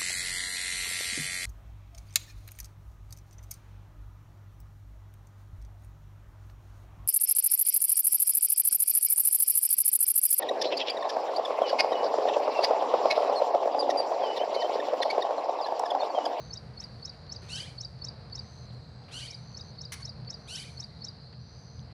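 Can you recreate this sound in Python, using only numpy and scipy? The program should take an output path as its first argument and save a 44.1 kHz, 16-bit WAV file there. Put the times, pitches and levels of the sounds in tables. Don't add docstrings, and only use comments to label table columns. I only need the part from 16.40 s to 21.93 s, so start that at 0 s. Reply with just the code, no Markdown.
import sys
import numpy as np
from scipy import signal
from scipy.fft import rfft, irfft
from scipy.io import wavfile
from scipy.ndimage import uniform_filter1d

SR = 44100
rng = np.random.default_rng(int(sys.argv[2]) if len(sys.argv) > 2 else 0)


def gain_from_db(level_db):
    decades = np.asarray(level_db, float) / 20
    return 10 ** decades


def file_out(sig):
    cols = np.atleast_2d(sig).T
    lim = np.clip(cols, -1, 1)
    pcm = np.round(lim * 32767).astype(np.int16)
    wavfile.write(sys.argv[1], SR, pcm)


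N = 243873


def evened(x):
    return x / np.sqrt(np.mean(x ** 2) + 1e-20)


def add(mix, s, sound):
    at = round(s * SR)
    part = mix[max(at, 0):][:len(sound) + min(at, 0)]
    part += sound[max(-at, 0):][:len(part)]


def colour(x, points):
    f, db = np.transpose(points)
    hz = np.fft.rfftfreq(len(x), 1 / SR) + 1
    gain = gain_from_db(np.interp(np.log(hz), np.log(f), db, -90, -90))
    return irfft(rfft(x) * gain, len(x))


def resonate(x, modes):
    hz = np.fft.rfftfreq(len(x), 1 / SR)
    shape = sum(gain_from_db(db) / (1 + 1j * (hz - f) / width) ** 2 for f, width, db in modes)
    return irfft(rfft(x) * shape, len(x))


def drift(seconds):
    size = max(int(seconds * SR), 2)
    return evened(uniform_filter1d(uniform_filter1d(rng.standard_normal(N), size), size))


def scatter(x, t60, db):
    t = np.arange(SR // 2) / SR
    tail = rng.standard_normal(len(t)) * gain_from_db(-60 * t / t60) * (t > .003)
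    return gain_from_db(db) * signal.fftconvolve(x, tail / np.linalg.norm(tail))[:N]


def blip(s, db, hz, width_hz):
    t = np.arange(-400, 800) / SR
    glide = 1 - 60 * t * (hz > 3000)
    swell = np.exp(-(1.3 * width_hz * t) ** 2)
    return s - 400 / SR, gain_from_db(db) * swell * np.cos(2 * np.pi * hz * t * glide)


# f/Hz, level/dB
DULL_SLOPE = [(300, -10), (1550, -9), (1900, 1), (4800, 0), (6500, -10), (11000, -16), (12000, -40),
              (16000, -60)]
# t/s of the sweep, peak level/dB of the sweep, of the low note, of the last note,
# delay of the last note t/s
PHRASES = [(0.1414, -31, -39.5, -35.5, 0.031), (0.4093, -33, -43, -35.5, 0.03),
           (0.66, -30, -39.5, -36.5, 0.034), (0.929, -30.5, -47, -36.5, 0.032),
           (1.163, -33, -36, -35.5, 0.04), (1.4167, -30.5, -39, -33, 0.031),
           (1.6529, -30.5, -39, -33, 0.032), (1.961, -32, -39, -32.5, 0.03), (2.9152, -36, -43, -37, 0.029),
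           (3.1797, -35.5, -40.5, -38, 0.03), (3.4199, -34, -41, -36.5, 0.032),
           (3.66, -31.5, -39.5, -36, 0.032), (3.9101, -30.5, -42, -36, 0.031),
           (4.1636, -31.5, -38, -38.5, 0.033), (4.409, -31, -39.5, -36.5, 0.03),
           (4.6529, -31, -39.5, -35.5, 0.031)]
# t/s from the sweep (the last note: from its own delay), f/Hz, level/dB
NOTE_SHAPES = [
    [(-.042, 4500, -24), (-.034, 4470, -6), (-.029, 4440, 0), (-.027, 4420, -2), (-.023, 4400, -30)],
    [(-.022, 4950, -26), (-.012, 5080, -13), (-.006, 5280, -1.5), (-.0025, 5650, -1.5), (0, 6450, -11),
     (.002, 7400, -24), (.005, 7680, -42), (.03, 7900, -50)],
    [(.010, 3780, -20), (.017, 3800, -8), (.022, 3870, 0), (.025, 3950, -14), (.033, 3950, -22)],
    [(-.0015, 6300, -24), (0.0, 5300, -6), (.002, 4850, -.5), (.0065, 4650, -.5), (.0095, 4620, -7),
     (.012, 4750, -26)],
]


def songbird():
    bill_lead_s, bill_db = .0615, -46
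    first_db = -1.5
    out = np.zeros(N)
    wobbles = rng.standard_normal((len(PHRASES), 4))
    for (s, sweep_db, low_db, last_db, late_s), wobble in zip(PHRASES, wobbles):
        add(out, *blip(s - bill_lead_s, bill_db + 2 * wobble[0], 4340, 3600))
        peaks_db = last_db + first_db, sweep_db, low_db, last_db
        for note, db, shift_s, w in zip(NOTE_SHAPES, peaks_db, (0, 0, 0, late_s), wobble):
            at, hz, shape_db = np.transpose(note)
            t = np.arange(at[0], at[-1], 1 / SR)
            pitch = uniform_filter1d(np.interp(t, at, hz), 40)
            pitch = pitch * (1 + .007 * w + .4 * w * (t - at[2]))
            phase = 2 * np.pi * np.cumsum(pitch) / SR
            level = uniform_filter1d(gain_from_db(db + np.interp(t, at, shape_db)), 40)
            level = level * signal.windows.tukey(len(t), .15)
            whistle = np.sin(phase) + gain_from_db(-51) * np.sin(2 * phase)
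            add(out, s + shift_s + at[0], level * whistle)
    return out + scatter(out, 0.15, -12.5) + scatter(colour(out, DULL_SLOPE), 0.55, -19.0)


def squawk_shape(t, flip_s, length):
    settle_s, glide_s = .013, .034
    since_head = t - flip_s - glide_s
    head = np.clip((t - flip_s) / glide_s, 0, 1)
    head = head ** 2 * (3 - 2 * head)
    chest_hz = 1355 + 2750 * t - (1355 - 992) * np.exp(-t / settle_s)
    head_hz = 2367 - 2450 * np.maximum(since_head, 0)
    head_hz = head_hz + 110 * np.cos(2 * np.pi * 36 * since_head)
    closing = np.clip(1 - (length - t) / .018, 0, 1)
    shape_db = -16.5 * np.exp(-t / 0.01) - 3 * head - 24 * closing ** 2
    chest_rough, head_rough, crack_lead_s, crack_s = 0.39, 0.89, .01, .014
    crack = np.clip((t - flip_s + crack_lead_s) / crack_s, 0, 1)
    rough = chest_rough + 0.2 * np.exp(-t / (2 * settle_s)) + (head_rough - chest_rough) * crack
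    return chest_hz + head * (head_hz - chest_hz), shape_db, rough


# delay t/s, level/dB
SLOPE_SLAPS = [
    (.021, -11),
    (.067, -4),
    (.137, -18),
]


def echoed(x):
    slaps = sum(gain_from_db(db) * np.roll(x, round(s * SR)) for s, db in SLOPE_SLAPS)
    slaps = colour(slaps, DULL_SLOPE)
    smear = scatter(slaps, 0.11, -9)
    return x + 1.17 * slaps + smear + scatter(x, 0.067, -14) + scatter(x, 0.45, -4.0)


SQUAWK_CALLS = [
    (1.083, 0.093, 0.16, -38.5, -6),
    (2.712, 0.079, 0.17, -40, -3.5),
    (4.074, .084, .167, -40, 1.5),
]
# f/Hz, level/dB
OPEN_BEAK = [(900, -42), (1500, -9), (2300, -3), (3100, 7.5), (4300, 4), (5800, -2.5), (7000, -7),
             (8100, -5.5), (9300, -5.5), (10400, -4.5), (11200, -14.5), (12000, -25), (15500, -60)]


def squawks():
    out = np.zeros(N)
    order = np.arange(1, 15)[:, None]
    for start, flip_s, length, effort_db, bright_db in SQUAWK_CALLS:
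        t = np.arange(0, length, 1 / SR)
        hz, shape_db, rough = squawk_shape(t, flip_s, length)
        jitter, breath = rng.standard_normal((2, len(t)))
        jitter = evened(uniform_filter1d(jitter, 80))
        turns = np.cumsum(hz * (1 + .02 * rough * jitter)) / SR
        waver = rng.standard_normal((2, 14, len(t)))
        waver = uniform_filter1d(uniform_filter1d(waver, 130), 130)
        blur = np.clip(.12 + .09 * rough * order ** 2, 0, 1)
        partial = (1 - blur + blur * evened(waver[0])) * np.cos(2 * np.pi * order * turns)
        partial += blur * evened(waver[1]) * np.sin(2 * np.pi * order * turns)
        tilt = gain_from_db(-9.0 * rough ** 2 * np.maximum(order - 2 + rough, 0))
        stack = (partial * tilt * (order * hz < 15500)).sum(0)
        rasp = colour(breath, [(300, -36), (3300, -15), (6000, 0), (20000, 0)])
        voice = gain_from_db(effort_db + shape_db) * (.5 * stack + (.4 + .6 * rough) * rasp)
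        facing_us = [(300, 0), (7000, 0), (12000, bright_db), (20000, 2 * bright_db)]
        add(out, start, colour(voice, facing_us))
    return echoed(colour(out, OPEN_BEAK))


# f/Hz, width f/Hz, level/dB
STEM_MODES = [(1110, 230, -8), (2290, 290, -4.5), (3120, 2300, -0.5), (4270, 630, -5), (5550, 1150, 1),
              (8820, 1370, -1), (9970, 890, -3.5), (12800, 2300, -9.5), (14400, 500, -24)]
# f/Hz, level/dB
FIELD_ANSWER = [(300, 2), (1200, 4), (10500, -2.5), (11800, -16), (15500, -20), (16500, -60)]


def snap():
    snap_s, snap_db = 3.521, -38.5
    onset_s, tear_s, stop_s, crumble_s = .002, .0235, .0015, .01
    t = np.arange(N) / SR
    fibres = rng.standard_normal(N) * (1 + 1.5 * (rng.random(N) < 900 / SR))
    at = snap_s - onset_s + np.cumsum([0, onset_s, tear_s, stop_s, crumble_s])
    level_db = np.cumsum([snap_db - 28, 28, -4.5, -12, -7])
    live = (t > at[0]) & (t < at[-1])
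    near = evened(resonate(fibres, STEM_MODES)) * gain_from_db(np.interp(t, at, level_db)) * live
    near = colour(near, [(400, -28), (1000, 3.5), (15300, 0.0), (15900, -50)])
    dull = colour(near, FIELD_ANSWER)
    slap = np.roll(dull, round(.073 * SR))
    return near + scatter(slap, 0.11, -15) + scatter(dull, 0.38, -8.0)


# last pulse t/s, length t/s, peak level/dB, pitch f/Hz
CRICKET_BOUTS = [
    (.142, .36, -56, 6150),
    (1.2, .3, -57, 6150),
    (2.256, .31, -57, 6150),
    (3.3068, .37, -55.5, 6100),
    (4.3746, .43, -56.5, 6100),
    (5.4146, .42, -56.5, 6080),
]


def cricket():
    out = np.zeros(N)
    for end, length, db, hz in CRICKET_BOUTS:
        left = np.arange(length, -.0055, -1 / SR)
        place = (.5 - 88 * left - 10.0 * left ** 2) % 1 - .5
        young = np.clip(left / length - .45, 0, 1) ** 2
        glide = (.15 - .4 * young) * place
        pitch = hz * (1 - .12 * young - glide + .002 * drift(.004)[:len(left)])
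        phase = 2 * np.pi * np.cumsum(pitch) / SR
        level = gain_from_db(db - 34 * young + .9 * drift(.006)[:len(left)]) * np.exp(-(place / .23) ** 2)
        add(out, end - length, level * (np.sin(phase) + gain_from_db(-35) * np.sin(2 * phase)))
    return out + scatter(out, 0.048, -10.5)


# t/s, peak level/dB, centre f/Hz, width f/Hz
LONE_TICKS = [
    (.4195, -49, 2000, 2200),
    (1.035, -48, 370, 90),
    (2.3065, -49, 3500, 1500),
    (2.473, -70, 10800, 3000),
    (2.6385, -52, 3400, 1500),
    (3.622, -57, 1550, 200),
    (3.69, -50, 650, 120),
    (3.8893, -44, 2200, 3000),
    (4.927, -57, 6000, 6000),
    (5.3945, -42, 4000, 2600),
]


def ticks():
    out = np.zeros(N)
    for row in LONE_TICKS:
        add(out, *blip(*row))
    return out + scatter(out, .04, -11)


# t/s, turn 0-1
MIC_TURN = [
    (0, 0.18),
    (1.4, 0.06),
    (3.1, 0.67),
    (3.7, 0.66),
    (5.0, 1),
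    (5.53, 1),
]


def facing(db, away_db):
    return gain_from_db(db + away_db * np.interp(np.arange(N) / SR, *np.transpose(MIC_TURN)))


# f/Hz, level/dB per Hz
LEAF_SPECTRUM = [(4500, -34), (5500, 10), (7000, -2.5), (9000, -1.5), (10500, -6), (11500, -14),
                 (13500, -12.5), (15500, -41)]
# f/Hz, level/dB per Hz
SCUFF_SPECTRUM = [(700, 0), (1300, 2.5), (2500, 2), (4000, -5.5), (6000, -30)]
# t/s, length t/s, level/dB, share of low scuff 0-1
GRASS_BRUSHES = [
    (0.413, 0.053, -55, 0.73),
    (0.724, 0.036, -61, 0.9),
    (1.017, 0.39, -57, 0.74),
    (2.325, .03, -69, 0.3),
    (2.681, 0.16, -54.5, 0.89),
    (4.378, 0.1, -60.5, 0.57),
    (4.926, 0.022, -58.5, 1),
    (5.5, .03, -61.5, 1),
]
# start t/s, end t/s, start f/Hz, end f/Hz, level/dB
FAR_WHISTLES = [
    (.68, .92, 6950, 6850, -87),
    (1.85, 2.3, 7650, 8100, -85.5),
    (2.05, 2.78, 7450, 7850, -85.5),
    (2.35, 2.75, 6450, 6350, -84),
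    (2.9, 3.35, 7050, 7300, -87),
    (4.45, 4.7, 1900, 2150, -72),
]


def leaves():
    crackle = gain_from_db(3.0 * np.minimum(rng.exponential(1, N), 3))
    crackle = crackle * (rng.random(N) < 400 / SR) * rng.standard_normal(N)
    rustle = evened(colour(rng.standard_normal(N) + 0.36 * evened(crackle), LEAF_SPECTRUM))
    scuff = evened(colour(rng.standard_normal(N), SCUFF_SPECTRUM))
    gusts_db = 1.5 * drift(.3)
    out = 1.6 * facing(-80.5, -4) * rustle * gain_from_db(1.2 * drift(0.067) + gusts_db)
    for s, length, db, low in GRASS_BRUSHES:
        at, size = round(s * SR), round(length * SR)
        fade = (1 - np.exp(-np.arange(size) / 80)) * np.linspace(1, .2, size)
        grass = (1 - low) * np.roll(rustle, 999) + low * scuff
        add(out, s, gain_from_db(db) * fade * grass[at:at + size])
    for start, end, start_hz, end_hz, db in FAR_WHISTLES:
        size = round((end - start) * SR)
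        phase = 2 * np.pi * np.cumsum(np.linspace(start_hz, end_hz, size)) / SR
        fuzz = drift(.0025)[:size] * np.cos(phase) + drift(.0025)[:size] * np.sin(phase)
        add(out, start, gain_from_db(db) * fuzz * signal.windows.tukey(size, .6))
    return out


# f/Hz, width f/Hz, level/dB
MOTOR_ORDERS = [(61.6, 6.1, -9), (87.1, 9.7, -4.5), (122.5, 7.6, 0.5), (155, 9.6, -6), (209, 4.5, -9.5),
                (259, 2.1, -16), (463.4, 12.3, -22.5), (704.6, 9.1, -25.5)]
# t/s, width t/s, lift level/dB
RUMBLE_SWELLS = [
    (1.15, 0.22, 1),
    (2.65, 0.12, 0.5),
    (3.75, 0.3, 2),
    (5.4, 0.12, 3.5),
]
# f/Hz, level/dB per Hz
VALLEY_AIR = [(30, -52), (60, -1), (150, -4.5), (260, -14), (350, -16.5), (480, -12.5), (700, -15),
              (1000, -19), (1600, -23), (2300, -28.5), (3200, -34.5), (5500, -39), (7000, -93),
              (9000, -120)]


def rumble():
    t = np.arange(N) / SR
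    swell_db = sum(db * np.exp(-((t - s) / width) ** 2) for s, width, db in RUMBLE_SWELLS)
    motor = facing(-45 + swell_db, -1) * evened(resonate(rng.standard_normal(N), MOTOR_ORDERS))
    air = evened(colour(rng.standard_normal(N), VALLEY_AIR)) * gain_from_db(1.36 * drift(0.18))
    return 0.8 * motor + 1.994 * facing(-57, -5) * air


# f/Hz, width f/Hz, level/dB
CHORUS_BANDS = [(3954, 176, -9), (4150, 46, -2), (4272, 23, 3), (4567, 51, -1), (4620, 270, -8),
                (4840, 13.5, -4), (4890, 82, -9.5)]


def chorus():
    bands = np.zeros(N)
    for band in CHORUS_BANDS:
        insects = resonate(rng.standard_normal(N), [band])
        bands += insects * gain_from_db(2.5 * drift(0.24) + 0.6 * drift(0.0045))
    return gain_from_db(-59) * evened(bands)


def scene():
    small = ticks()
    birds = songbird() + squawks()
    insects = cricket() + chorus()
    field = leaves() + rumble() + snap()
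    return (birds + insects + field + small)[None]


def low_pass(x):
    return signal.sosfilt(signal.butter(12, 15960, fs=SR, output="sos"), x)


def record(dry):
    bass_cut = signal.butter(4, 48, "highpass", fs=SR, output="sos")
    heard = signal.sosfilt(bass_cut, dry)
    heard *= signal.windows.tukey(N, 400 / N)
    return low_pass(heard)


dry = scene()
out = record(dry)
file_out(out)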